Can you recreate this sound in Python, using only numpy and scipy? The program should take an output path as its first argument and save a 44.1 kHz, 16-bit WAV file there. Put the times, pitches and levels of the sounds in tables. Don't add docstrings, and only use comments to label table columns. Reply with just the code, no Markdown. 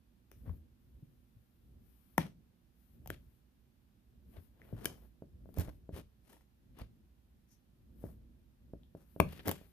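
import sys
import numpy as np
from scipy import signal
from scipy.fft import rfft, irfft
from scipy.io import wavfile
from scipy.ndimage import uniform_filter1d

SR = 44100
rng = np.random.default_rng(int(sys.argv[2]) if len(sys.argv) > 2 else 0)


def bounce(signal):
    frames = np.transpose(np.atleast_2d(signal))
    limited = np.clip(frames, -1, 1)
    pcm = np.round(limited * 32767).astype(np.int16)
    wavfile.write(sys.argv[1], SR, pcm)


N = 428652

# start in seconds, peak in dB, contact hardness in Hz, left over right in dB.
KNOCKS = [(2.185, -28, 300, 6.5), (3.1035, -32, 983, 5.5), (4.369, -45.5, 698, 10), (4.728, -29, 382, 10.5),
          (4.857, -32, 503, 6), (5.2228, -34.5, 624, -0.5), (5.458, -43.5, 800, 9.5),
          (5.491, -41.5, 714, 13), (5.5736, -28.5, 630, -2.5), (5.598, -27, 400, -1),
          (5.684, -35.5, 852, 13), (5.8924, -32, 634, 4.5), (5.9901, -37, 625, -2.5),
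          (8.0403, -28, 616, 6.5), (8.736, -32.5, 594, -1.5), (8.9505, -34.5, 656, 2),
          (9.163, -34, 730, -2), (9.2013, -5, 1550, 8.5), (9.466, -37, 900, 3), (9.4753, -25.5, 624, 3),
          (9.614, -44.5, 860, -5)]
# pitch in Hz, relative level in dB, time to fall 60 dB in seconds.
BOARD_MODES = [(182.1, -19, 0.047), (301, -21, 0.063), (454.3, -23.5, 0.025), (652, -14.5, 0.025),
               (960, -25, 0.0097), (1630, -7, 0.0098), (2512, -21.5, 0.013)]
# start in seconds, ring peak in dB, ring pitch in Hz,
# ring time to fall 60 dB in seconds, relative overtones in dB, tick peak in dB, extra send to the room in dB.
SNAPS = [(0.3161, -46, 1620, 0.0017, -12.5, -43.5, 9), (0.4941, -48.5, 1040, .009, -10.5, -66, 0),
         (2.1805, -11.5, 952, .009, 1, -15.5, 1.5), (3.0602, -44, 818, 0.0092, -8, -49, 5),
         (3.1029, -29, 1580, 0.0057, -13, -24, 0), (4.6172, -48, 1950, .006, -22, -72, 9),
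         (4.8565, -22.5, 1635, .013, 5.5, -11, -0.5), (6.3306, -54, 937, 0.03, 3, -44, 10.5),
         (6.367, -58, 930, .01, -1, -69, 6), (6.409, -62, 1004, .01, 6, -71, 4),
         (6.7888, -51, 1040, 0.022, -9, -41, 10.5), (8.834, -59, 3417, 0.0033, -25, -72.5, 7.5),
         (9.2019, -15.5, 2400, 0.0031, -16, -18, -2), (9.2018, -16, 1136, 0.0062, -11, -24, 2.5)]
# multiple of its ring pitch, relative level in dB, share of its ring time.
SNAP_MODES = [(1, 3.5, 1), (1.42, -4, 0.96), (1.89, -2, 1), (3.08, -17, .7)]
# multiple of its ring pitch, relative level in dB per Hz.
CRACK_SPECTRUM = [(.1, -14), (.4, 1), (1, -2.5), (1.6, -7.5), (3.503, -14), (7.997, -27.5)]
# frequency in Hz, relative level in dB per Hz.
SNAP_TICK_SPECTRUM = [(500, -27.5), (1200, -24), (3200, 1), (4200, -14.5), (5500, -6.5), (7500, -12.5),
                      (9500, -2.5), (12500, -1), (15000, 2)]
PUSH_PITCH, PUSH_DB = .215, -13.5
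# start in seconds, tick peak in dB, left over right in dB.
SNAGS = [(3.075, -30, 8), (4.846, -31, 6), (5.5425, -44, 8), (5.586, -25.5, 5), (5.598, -27, 10),
         (5.6111, -27, -3), (5.6308, -42, 3.5), (9.3249, -37, -1), (9.4601, -35, 5), (9.466, -35, -14),
         (9.4763, -20, 4), (9.4822, -13.5, -3), (9.493, -15.5, 7), (9.5143, -16, -3)]
# frequency in Hz, relative level in dB per Hz.
SNAG_TICK_SPECTRUM = [(500, -18), (2000, -3), (4000, -8), (6000, -7.5), (8000, -9.5), (11000, -5),
                      (13000, 5), (15000, 5)]
SNAG_HZ, SNAG_T60_S, SNAG_RING_DB, SNAG_OVERTONES_DB = 780, 0.0058, -14, -15.5
# start in seconds, peak in dB, pitch in Hz, left over right in dB.
THUDS = [(0.364, -49, 68, 0), (0.472, -38, 110.4, 10), (0.492, -31.5, 79.6, 12), (1.025, -44, 135, 3),
         (1.362, -53, 116, 8), (2.188, -28.5, 158.6, 8), (2.19, -40.5, 72.8, -1.5), (3.09, -41, 102, 4.5),
         (4.373, -43, 79.65, 7.5), (4.726, -33, 116, 4), (5.333, -49.5, 69.8, 0), (5.58, -25.5, 82.5, -8),
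         (5.677, -40, 63, -2.5), (5.927, -36, 71, 0), (6.807, -41, 61.9, -2), (6.812, -44.5, 116.6, 2.5),
         (8.04, -45.5, 82.5, -2), (9.204, -29.5, 76, -2), (9.477, -35.5, 88, -1)]
THUD_CYCLES = 8.5
# time of the top in seconds,
# length in seconds, body level in dB, rasp level in dB, fizz level in dB.
SCUFFS = [(.49, 0.048, -60, -81, -90), (2.212, 0.027, -52.5, -51, -62.5), (2.247, 0.051, -56.5, -68.5, -71),
          (3.13, 0.043, -65, -64.5, -71), (4.364, 0.046, -60, -73, -80), (4.671, 0.13, -65, -79.5, -89.5),
          (4.855, 0.1, -52.5, -67, -65.5), (5.038, 0.026, -64.5, -83, -90), (5.602, 0.041, -46, -57, -52.5),
          (5.684, 0.038, -56, -71.5, -72), (5.968, 0.038, -49.5, -59, -58),
          (6.323, 0.088, -68.5, -76, -70.5), (6.8, 0.045, -56.5, -64, -71.5), (7.523, 0.047, -99, -87, -73),
          (8.064, 0.07, -61.5, -92, -73.5), (9.006, 0.071, -70.5, -85, -77),
          (9.339, 0.068, -58, -60.5, -63.5), (9.4, 0.013, -60, -58, -80), (9.487, 0.032, -36.5, -51.5, -52),
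          (9.542, .12, -62.5, -67.5, -69.5)]
# frequency in Hz, relative level in dB per Hz.
BODY_SPECTRUM = [(80, -11.5), (220, -1.5), (600, -8), (1100, -17), (1800, -21.5), (4000, -61.5)]
RASP_SPECTRUM = [(500, -28), (1200, 0.5), (2000, 5.5), (3100, 6), (4500, -1.5), (7000, -32), (12000, -37)]
FIZZ_SPECTRUM = [(2500, -33), (5500, -3.5), (7500, -7.5), (10000, -1), (13000, 1), (15000, -8)]
SQUEAK_S, SQUEAK_LENGTH_S, SQUEAK_DB = 7.526, 0.042, -74
# frequency in Hz, relative level in dB per Hz.
SQUEAK_SPECTRUM = [(3500, -40), (5200, -8), (5900, 0), (6600, -6), (8000, -35)]
# frequency in Hz, lag in radians, level in dB.
PORTS = [(60, .1, 1), (250, 0.2, 4), (590, 0.55, 1.5), (990, 0.84, -3.5), (2325, 1.6, -1.5),
         (5000, 1.5, -1), (14000, 1.2, -3)]
# frequency in Hz, time to fall 60 dB in seconds, level in dB.
ROOM = [(70, 0.67, -8.5), (197.2, .29, -7.5), (606, .16, -13.5), (1510, .2, -20.5), (3000, .23, -11),
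        (7000, .26, -10.5), (13140, .2, -19)]
# frequency in Hz, likeness from 0 to 1.
LIKENESS = [(50, 0.92), (250, 0.7), (700, 0), (2000, 0), (15000, 0)]
# time of the top in seconds, length in seconds,
# level in dB before the lumps lift the bass.
SHIFTS = [(0.504, 0.18, -55), (1.012, 0.26, -63), (1.76, 0.23, -61.5), (2.3, 0.24, -64),
          (3.079, 0.21, -56.5), (4.319, 0.27, -61), (4.83, 0.23, -54.5), (5.55, 0.48, -57),
          (6.818, 0.28, -60.5), (7.35, .12, -68), (8.1, 0.39, -57), (8.75, .16, -58.5),
          (9.397, 0.48, -64.5)]
# frequency in Hz, relative level in dB per Hz.
RUMBLE_SPECTRUM = [(13, -39.5), (22, -20), (38, -8.5), (60, 0), (96, -14), (127, -9.5), (144, -16),
                   (243, -12), (298, -22), (339, -20.5), (376, -24.5), (404, -28), (597, -32.5),
                   (700, -40.5), (910, -61.5), (1540, -120)]
# frequency in Hz, gain in dB.
REST_TRIM = [(30, -2.5), (80, -2), (140, -0.5), (250, -1.5)]
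# start in seconds, length in seconds, level in dB.
HISS_SWELLS = [(0.37, 0.2, -77), (.82, 0.91, -86), (1.866, 0.29, -76), (2.8, 0.15, -78),
               (3.05, 0.33, -81.5), (4.324, 0.13, -73.5), (4.642, 0.42, -75.5), (5.496, 0.26, -78.5),
               (8.017, 0.097, -71.5), (9.1, 0.6, -74.5)]
SWELL_RISE_S, SWELL_FALL_S = 0.046, .035
# frequency in Hz, relative level in dB per Hz.
SWELL_SPECTRUM = [(300, -20.5), (1000, -7), (3500, -12.5), (7500, -18.5), (11000, -4.5), (14500, -0.5),
                  (16000, -21)]
# frequency in Hz, relative level in dB per Hz.
HISS_SPECTRUM = [(290, -28), (500, -6), (592, -7), (786, -3), (843, -5), (1220, -8), (1680, -8),
                 (2200, -11.5), (2400, -10), (3460, -11), (7840, -19), (14000, -11), (14600, -18.5)]
HISS_DB = -81
EDGE_HZ = 14900


def knocks(slap_db=0, slap_hz=420, slap_decay_s=0.00054, mode_lag=0.29, slope=3.3):
    out = np.zeros((2, N))
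    t = np.arange(SR // 4) / SR
    f = np.fft.rfftfreq(len(t), 1 / SR)
    lead = SR // 200
    slap = amp(slap_db) * np.cos(2 * np.pi * slap_hz * t) * np.exp(-t / slap_decay_s)
    lag = np.array([[0], [mode_lag]])
    wood = slap + sum(amp(db) * ring(t, hz, t60, lag) for hz, db, t60 in BOARD_MODES)
    wood_spectrum = rfft(np.roll(wood, lead, axis=1))
    for s, db, hard_hz, pan_db in KNOCKS:
        softness = 1 + (f / hard_hz) ** slope
        blow = irfft(wood_spectrum / softness, len(t))
        add(out, s - lead / SR, panned(-amp(db) * peaked(blow), pan_db))
    return out


def snaps(pan_db=5):
    near, thrown = np.zeros((2, 2, N))
    for s, *snap, room_db in SNAPS:
        start, sound = slip(SNAP_TICK_SPECTRUM, *snap)
        sound = panned(sound, pan_db)
        add(near, s + start, sound)
        add(thrown, s + start, amp(room_db) * sound)
    return near, thrown


def slip(tick_spectrum, ring_db, ring_hz, t60, overtones_db, tick_db, tick_decay_s=.0008,
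         rattle_db=-21, rattle_decay_s=.0087, tear_rise_s=.0006,
         crack_db=-17, push_cycles=5, ring_rise_s=0.00038):
    t = np.arange(-SR // 200, SR // 8) / SR
    after, before = np.maximum(t, 0), np.minimum(t, 0)
    fall = np.exp(-after / tick_decay_s) + amp(rattle_db) * np.exp(-after / rattle_decay_s)
    tear = np.exp(before / tear_rise_s) * fall
    burst = rng.standard_normal((3, len(t))) * tear
    burst = burst[0] + .5 * burst[1:]
    tick = peaked(colour(burst, tick_spectrum))
    crack = peaked(colour(burst, [(ring_hz * k, db) for k, db in CRACK_SPECTRUM]))
    lowest, *upper = [amp(db) * ring(after, ring_hz * k, t60 * share) for k, db, share in SNAP_MODES]
    modes = lowest + amp(overtones_db) * sum(upper)
    hollow = peaked(modes * (1 - np.exp(-after / ring_rise_s)))
    push_hz = PUSH_PITCH * ring_hz
    push = peaked(ring(after, push_hz, push_cycles / push_hz) * (1 - np.exp(-after * push_hz)))
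    ringing = hollow + amp(crack_db) * crack - amp(PUSH_DB) * push
    return t[0], amp(tick_db) * tick + amp(ring_db) * ringing


def snags():
    out = np.zeros((2, N))
    for s, db, pan_db in SNAGS:
        start, sound = slip(SNAG_TICK_SPECTRUM, db + SNAG_RING_DB, SNAG_HZ, SNAG_T60_S, SNAG_OVERTONES_DB, db)
        add(out, s + start, panned(sound, pan_db))
    return out


def thuds(rise_s=0.006, upper_db=-12, mode_lag=0.3):
    out = np.zeros((2, N))
    t = np.arange(SR // 2) / SR
    lag = np.array([[0], [mode_lag]])
    for s, db, hz, pan_db in THUDS:
        t60 = THUD_CYCLES / hz
        modes = ring(t, hz, t60, lag) + amp(upper_db) * ring(t, hz * 2, t60 * 0.77, lag)
        boom = modes * (1 - np.exp(-t / rise_s))
        add(out, s, panned(amp(db) * peaked(boom), pan_db))
    return out


def scuffs(grain_db=3.0, grains_per_s=2500, pan_db=5, apart=0.94):
    t, out = np.arange(N) / SR, np.zeros((2, N))
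    sizes = amp(grain_db * np.minimum(rng.exponential(1, (3, N)), 4))
    signs = rng.choice([-1, 1], (3, N))
    grains = sizes * signs * (rng.random((3, N)) < grains_per_s / SR)
    grip = amp(2.5 * evened(uniform_filter1d(rng.standard_normal(N), size=400)))
    grains = grip * (grains[0] + apart * grains[1:])
    strokes = [stroke(t, s, length) for s, length, *_ in SCUFFS]
    layers_db = np.transpose(SCUFFS)[2:]
    for spectrum, levels_db in zip((BODY_SPECTRUM, RASP_SPECTRUM, FIZZ_SPECTRUM), layers_db):
        out += evened(colour(grains, spectrum)) * (amp(levels_db) @ strokes)
    return panned(out, pan_db)


def stroke(t, s, length):
    u = np.clip(2 * (t - s) / length, -12, 20)
    return np.exp(-abs(u) ** np.where(u < 0, 2, 1.5) / 2)


def squeak(pan_db=4):
    rub = evened(colour(rng.standard_normal((2, N)), SQUEAK_SPECTRUM))
    swell = stroke(np.arange(N) / SR, SQUEAK_S, SQUEAK_LENGTH_S)
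    return panned(amp(SQUEAK_DB) * rub * swell, pan_db)


def ports(pair):
    hz, rows = np.fft.rfftfreq(N, 1 / SR), np.array(PORTS)
    lag, level_db = read(rows[:, :2], hz), read(rows[:, ::2], hz)
    right = rfft(pair[1]) * np.exp(-1j * lag) * amp(level_db)
    return np.array([pair[0], irfft(right, N)])


def room(x, onset_s=.006):
    hz, t, z = signal.stft(diffuse(rng.standard_normal((2, SR // 2))), SR, nperseg=256)
    rows = np.array(ROOM)
    t60, level_db = read(rows[:, :2], hz)[:, None], read(rows[:, ::2], hz)[:, None]
    fade = np.exp(-np.log(1000) * t / t60) * (1 - np.exp(-(t / onset_s) ** 2))
    fade /= np.sqrt((fade ** 2).sum(1, keepdims=True) * t[1] * SR)
    tail = signal.istft(z * fade * amp(level_db), SR, nperseg=256)[1]
    wet = signal.fftconvolve(x.mean(0)[None], tail, axes=1)[:, :N]
    return panned(wet, pan_db=1.5)


def rumble(rest_db=-65.5, rest_pan_db=-5, shift_pan_db=-1.0, lumpy_db=0.57):
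    t = np.arange(N) / SR
    noise = evened(colour(diffuse(rng.standard_normal((2, N))), RUMBLE_SPECTRUM))
    lumps = evened(colour(rng.standard_normal(N), [(8, 0), (16, -10), (40, -70)]))
    bass = colour(noise, [(110, 0), (220, -32.0)])
    noise += bass * (amp(lumpy_db * (np.clip(lumps, -2, 2) + 6)) - 1)
    load = np.sqrt(sum((amp(db) * stroke(t, s, length)) ** 2 for s, length, db in SHIFTS))
    bed = evened(colour(diffuse(rng.standard_normal((2, N))), RUMBLE_SPECTRUM))
    rest = colour(bed, REST_TRIM)
    return panned(amp(rest_db) * rest, rest_pan_db) + panned(load * noise, shift_pan_db)


def hiss(pan_db=.5, swell_pan_db=13):
    t = np.arange(N) / SR
    steady = evened(colour(diffuse(rng.standard_normal((2, N))), HISS_SPECTRUM))
    swell = np.zeros(N)
    for s, length, db in HISS_SWELLS:
        rise = np.minimum(t - s, 0) / SWELL_RISE_S
        fall = np.maximum(t - s - length, 0) / SWELL_FALL_S
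        swell += amp(db) * np.exp(rise - fall)
    swelling = swell * evened(colour(rng.standard_normal((2, N)), SWELL_SPECTRUM))
    return panned(amp(HISS_DB) * steady, pan_db) + panned(swelling, swell_pan_db)


def amp(db):
    return 10 ** (np.asarray(db) / 20)


def evened(x):
    return x / np.sqrt(np.mean(x ** 2) + 1e-20)


def peaked(x):
    return x / abs(x).max()


def read(points, hz):
    f, value = np.transpose(points)
    return np.interp(np.log(hz + 1), np.log(f), value)


def colour(x, spectrum):
    size = x.shape[-1]
    return irfft(rfft(x) * amp(read(spectrum, np.fft.rfftfreq(size, 1 / SR))), size)


def diffuse(pair):
    size = pair.shape[-1]
    same = np.clip(read(LIKENESS, np.fft.rfftfreq(size, 1 / SR)), 0, 1)
    a, b = rfft(pair)
    return irfft(np.array([a, same * a + np.sqrt(1 - same ** 2) * b]), size)


def panned(x, pan_db):
    gains = amp([[pan_db / 2], [-pan_db / 2]])
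    return x * evened(gains)


def add(mix, s, sound):
    part = mix[:, max(round(s * SR), 0):][:, :sound.shape[1]]
    part += sound[:, :part.shape[1]]


def ring(t, hz, t60, lag=0):
    return np.sin(2 * np.pi * hz * t - lag) * np.exp(-np.log(1000) * t / max(t60, 1e-3))


def scene(knock_room_db=4):
    knock = knocks()
    soft = snags() + thuds() + scuffs() + squeak()
    snap, snap_thrown = snaps()
    direct = ports(knock + soft + snap)
    reflected = room(amp(knock_room_db) * knock + soft + snap_thrown)
    return direct + reflected + rumble() + hiss()


def record(dry, low_cut_hz=42):
    dry = signal.sosfilt(signal.butter(2, low_cut_hz, "high", fs=SR, output="sos"), dry)
    low_pass = signal.firwin(255, EDGE_HZ, window=("kaiser", 8), fs=SR)
    return signal.oaconvolve(dry, low_pass[None], "same")


dry = scene()
out = record(dry)
bounce(out)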